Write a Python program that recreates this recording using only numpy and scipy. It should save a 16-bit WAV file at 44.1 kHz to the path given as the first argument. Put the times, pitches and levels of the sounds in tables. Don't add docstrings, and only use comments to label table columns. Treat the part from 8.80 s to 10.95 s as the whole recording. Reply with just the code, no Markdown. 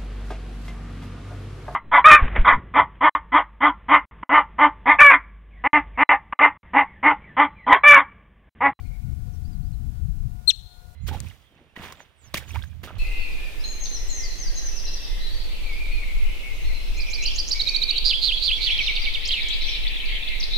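import sys
import numpy as np
from scipy import signal
from scipy.fft import rfft, irfft
from scipy.io import wavfile
from scipy.ndimage import uniform_filter1d

SR = 44100
rng = np.random.default_rng(int(sys.argv[2]) if len(sys.argv) > 2 else 0)


def waveform_to_disk(signal):
    frames = np.transpose(np.atleast_2d(signal))
    scaled = np.clip(frames, -1, 1) * 32767
    samples = np.round(scaled).astype(np.int16)
    wavfile.write(sys.argv[1], SR, samples)


N = 94815

HISS_DB, HISS_BASS_DB, HISS_BASS_HZ = -58, -76.5, 45
WHINE_WAVER_DB = -2
NOISE_LEVEL_VARIATION_DB = 1.2
AIR_FOLLOWS_WIND, AIR_LAG_S = 0.22, .3
WIND_LUMPS_DB = 2.5
WIND_BRIGHTENS, WIND_SPLIT_HZ = 0.13, 69
WIND_PORT_DB = 11.5
PIPING_FLUTTER_DB, PIPING_TAIL_DB, PIPING_TAIL_T60_S = 1.5, -2, 1.2
SONG_FLUTTER_DB, SONG_BEND = 4, .05
SCATTER_DB, SCATTER_T60_S, SCATTER_ONSET_S = -15, .055, .005
VALLEY_DB, VALLEY_T60_S, VALLEY_ONSET_S = -32.5, 0.86, .03
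AIR_DB_PER_S_AT_10K = 68
ECHO_PEAK_HZ, ECHO_PEAK_WIDTH_HZ, ECHO_PEAK_DB = 4400, 400, 3
ECHO_LOW_HZ = 2900
BREATH_LOW_HZ, BREATH_HIGH_HZ = 2600, 12600
BREATH_DB, BREATH_RISE_DB_PER_S = -38, 399
AGC_THRESHOLD_DB, AGC_SHARE = -36.5, 0.29
AGC_ATTACK_S, AGC_RELEASE_DB_PER_S = 0.0053, 39
CUTOFF_HZ = 15780


def amp(db):
    return 10 ** (np.asarray(db) / 20)


def drift(rate):
    step = 40
    pole = np.exp(-2 * np.pi * rate * step / SR)
    noise = rng.standard_normal(N // step + 2002)
    slow = signal.lfilter([1], [1, -2 * pole, pole * pole], noise)[2000:]
    return np.interp(np.arange(N) / step, np.arange(len(slow)), slow / slow.std())


def coloured(spectrum, variation_db, rate):
    hz, db = np.transpose(spectrum)
    f = np.maximum(np.fft.rfftfreq(N, 1 / SR), 1)
    density = amp(np.interp(np.log(f), np.log(hz), db, left=-140))
    spec = rfft(rng.standard_normal(N)) * density * np.sqrt(SR / 2)
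    place = 2 * np.log2(f / 10)
    together = drift(rate / 2)
    out = np.zeros(N)
    for k in range(23):
        band = np.cos(np.pi / 2 * np.clip(place - k, -1, 1)) ** 2
        band_db = variation_db * (0.56 * together + drift(rate))
        out += irfft(spec * band, N) * amp(band_db)
    return out


def glides(rows, bend=0, flutter_db=0):
    out = np.zeros(N)
    for start, length, from_hz, to_hz, db in rows:
        u = np.linspace(0, 1, int(length * SR))
        i = int(start * SR)
        hz = from_hz + (to_hz - from_hz) * (u + bend * np.sin(2 * np.pi * u))
        envelope = np.sqrt(2) * amp(db) * np.sqrt(np.sin(np.pi * u))
        out[i:i + len(u)] += envelope * np.sin(2 * np.pi * np.cumsum(hz) / SR)
    return out * amp(flutter_db * drift(110))


def decay_energy(t60):
    return t60 * SR / np.log(1e6)


def hiss():
    white, low = rng.standard_normal((2, N))
    bass_band = signal.butter(1, [15, HISS_BASS_HZ], "band", fs=SR, output="sos")
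    low = signal.sosfilt(bass_band, low)
    return amp(HISS_DB) * white + amp(HISS_BASS_DB) * low / low.std()


def whine():
    # (frequency [Hz], rms level before wavering [dB])
    tones = [(719.6, -58), (839.8, -70), (959.5, -75), (1439.3, -64.5)]
    t = np.arange(N) / SR
    out = np.zeros(N)
    for hz, db in tones:
        level = np.sqrt(2) * amp(db + WHINE_WAVER_DB * drift(5))
        out += level * np.sin(2 * np.pi * (hz * t + rng.random()))
    return out


def gusts():
    # (time [s], level [dB])
    gust_points = [(0.0, -41.5), (0.04, -33), (0.14, -36), (0.32, -24.5), (0.35, -31.5), (0.98, -32),
                   (1.01, -28.5), (1.05, -30), (1.08, -26.5), (1.17, -32), (1.23, -26), (1.27, -30),
                   (1.35, -27), (1.42, -34), (1.47, -27.5), (1.51, -38), (1.55, -33.5), (1.58, -42.5),
                   (1.63, -39.5), (1.72, -43), (1.86, -43), (1.89, -54), (2.13, -48.5), (2.15, -65.5)]
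    s, db = np.transpose(gust_points)
    return np.interp(np.arange(N) / SR, s, db)


def rustle():
    # (frequency [Hz], density [dB per Hz])
    rustle_spectrum = [(150, -103), (400, -85), (800, -89.5), (1500, -95), (2800, -100), (4500, -100),
                       (7000, -108), (11000, -116), (16000, -124)]
    slow_db = uniform_filter1d(gusts(), int(AIR_LAG_S * SR))
    swell = amp(AIR_FOLLOWS_WIND * (slow_db - slow_db.mean()))
    return coloured(rustle_spectrum, NOISE_LEVEL_VARIATION_DB, rate=27) * swell


def wind():
    # (frequency [Hz], relative density [dB per Hz])
    rumble_spectrum = [(8, -15), (26, 0), (55, 2.5), (110, -5), (180, -17.5), (280, -31), (450, -47.5),
                       (800, -78)]
    gust_db = gusts()
    rumble = coloured(rumble_spectrum, WIND_LUMPS_DB, rate=6.2)
    split = signal.butter(2, WIND_SPLIT_HZ, "high", fs=SR, output="sos")
    upper = signal.sosfiltfilt(split, rumble)
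    lower = rumble - upper
    mixed = lower + upper * amp(WIND_BRIGHTENS * (gust_db - gust_db.mean()))
    return mixed / rumble.std() * amp(gust_db + WIND_PORT_DB)


def hoots():
    # (start [s], length [s], from [Hz], to [Hz], rms level at the crest [dB])
    hoot_notes = [(.095, 0.031, 519, 520, -53.5), (.45, 0.058, 475, 523, -54.5),
                  (2.01, 0.055, 510, 510, -64)]
    return glides(hoot_notes)


def linger(x):
    t = np.arange(SR) / SR
    decay = amp(PIPING_TAIL_DB - 60 * t / PIPING_TAIL_T60_S)
    reply = rng.standard_normal(SR) * decay / np.sqrt(decay_energy(PIPING_TAIL_T60_S))
    return signal.fftconvolve(x, reply)[:N]


def piping_birds():
    # (start [s], length [s], from [Hz], to [Hz], rms level at the crest [dB])
    piping_notes = [(0.0, .02, 2280, 2320, -60), (.03, 0.054, 2060, 2264, -56.5),
                    (.045, 0.028, 2300, 2490, -55.5), (.1, 0.034, 2290, 2420, -58),
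                    (.2, .05, 2380, 2480, -64), (.088, 0.07, 2066, 2304, -53),
                    (.14, .052, 2087, 2250, -56.5)]
    piping = glides(piping_notes, flutter_db=PIPING_FLUTTER_DB)
    return piping + linger(piping)


def songbirds():
    # (start [s], length [s], from [Hz], to [Hz], rms level at the crest [dB])
    song_notes = [(0.0, 0.09, 4740, 4050, -62), (.402, 0.058, 6200, 5500, -70),
                  (.445, 0.039, 5100, 4440, -67), (.522, .055, 6100, 5430, -60.5),
                  (.627, 0.067, 4100, 5300, -58.5), (.713, 0.038, 5200, 4300, -61),
                  (.742, 0.043, 4300, 3950, -63), (.814, 0.084, 3900, 5620, -61.5),
                  (.924, 0.031, 4570, 3720, -60.5)]
    return glides(song_notes, SONG_BEND, SONG_FLUTTER_DB)


def far_echo(x):
    # (delay [s], spread [s], energy relative to the call [dB])
    slope_returns = [(.045, 0.011, -28.5), (.092, .013, -33), (.155, .014, -42.5), (.225, .02, -46.5),
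                     (.3, .015, -68)]
    t = np.arange(SR) / SR
    onset = 1 - np.exp(-(t / VALLEY_ONSET_S) ** 2)
    power = amp(2 * VALLEY_DB - 120 * t / VALLEY_T60_S) * onset / decay_energy(VALLEY_T60_S)
    for delay, spread, db in slope_returns:
        bump = np.exp(-.5 * ((t - delay) / spread) ** 2)
        power = power + amp(2 * db) * bump / (spread * SR * np.sqrt(2 * np.pi))
    f, ts, z = signal.stft(rng.standard_normal(SR) * np.sqrt(power), SR, nperseg=256)
    peak_db = ECHO_PEAK_DB * np.exp(-((f[:, None] - ECHO_PEAK_HZ) / ECHO_PEAK_WIDTH_HZ) ** 2)
    absorbed_db = AIR_DB_PER_S_AT_10K * np.outer((f / 1e4) ** 2, ts)
    reply = signal.istft(z * amp(peak_db - absorbed_db), SR, nperseg=256)[1]
    reply = signal.sosfilt(signal.butter(2, ECHO_LOW_HZ, "high", fs=SR, output="sos"), reply)
    return signal.fftconvolve(x, reply)[:N]


def near_echo(x):
    # (delay [s], level relative to the direct sound [dB])
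    bounces = [(.0031, -13), (.0064, -17.5)]
    t = np.arange(SR // 8) / SR
    onset = np.minimum(t / SCATTER_ONSET_S, 1)
    decay = amp(SCATTER_DB - 60 * t / SCATTER_T60_S)
    reply = rng.standard_normal(len(t)) * onset * decay / np.sqrt(decay_energy(SCATTER_T60_S))
    reply[0] = 1
    for delay, db in bounces:
        reply[int(delay * SR)] += amp(db)
    return signal.fftconvolve(x, reply)[:N]


def marmot():
    # (time [s], pitch [Hz], fundamental [dB], second harmonic [dB], third harmonic [dB])
    chirp_points = [(1.67, 4000, -74, -81.5, -95), (1.6732, 4100, -36, -46, -58),
                    (1.6770, 4120, -5, -18.5, -46), (1.6784, 4185, -2, -12.5, -37.5),
                    (1.6803, 4140, 5.5, -12.5, -26.5), (1.6825, 4213, 5, -24, -34),
                    (1.6850, 4273, -3, -13.5, -29.5), (1.691, 4268, 3.5, -9.5, -27.5),
                    (1.6924, 4186, 7, -11.5, -26), (1.6977, 4063, 3.5, -8, -25),
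                    (1.7013, 3740, 5.5, -15.5, -32), (1.705, 3315, 4.5, -5, -31.5),
                    (1.7053, 3190, 4, -15, -37), (1.7072, 3030, -12, -9, -40),
                    (1.7112, 2713, -7.5, -10, -29), (1.7129, 2320, -22.5, -20, -38),
                    (1.716, 1770, -36, -42.5, -57), (1.721, 1590, -48, -66, -77)]
    s, hz, *levels = np.transpose(chirp_points)
    t = np.arange(N) / SR
    phase = 2 * np.pi * np.cumsum(np.interp(t, s, hz)) / SR
    gains = [amp(np.interp(t, s, db, left=-200, right=-200)) for db in levels]
    whistle = sum(gain * np.sin((k + 1) * phase) for k, gain in enumerate(gains))
    breath_band = signal.butter(6, [BREATH_LOW_HZ, BREATH_HIGH_HZ], "band", fs=SR, output="sos")
    breath = signal.sosfilt(breath_band, rng.standard_normal(N))
    since_start = np.clip(t - s[0], 0, s[-1] - s[0])
    breath_gain = amp(BREATH_DB + BREATH_RISE_DB_PER_S * since_start) * gains[0]
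    return whistle + breath_gain * breath


def scene():
    background = whine() + rustle() + wind()
    birds_and_hoots = hoots() + piping_birds() + songbirds()
    call = marmot()
    left = background + birds_and_hoots + far_echo(call) + near_echo(call)
    return np.array([left, hiss()])


def record(dry):
    level = 10 * np.log10(uniform_filter1d(dry[0] ** 2, size=441) + 1e-12)
    excess_db = np.maximum(level - AGC_THRESHOLD_DB, 0)
    fall = AGC_RELEASE_DB_PER_S * np.arange(N) / SR
    duck = np.maximum.accumulate(AGC_SHARE * excess_db + fall) - fall
    pole = np.exp(-1 / (AGC_ATTACK_S * SR))
    duck = signal.lfilter([1 - pole], [1, -pole], duck - duck[0]) + duck[0]
    out = np.array([dry[0] * amp(-duck), dry[1]])
    return signal.sosfilt(signal.ellip(12, .3, 55, CUTOFF_HZ, fs=SR, output="sos"), out)


dry = scene()
out = record(dry)
waveform_to_disk(out)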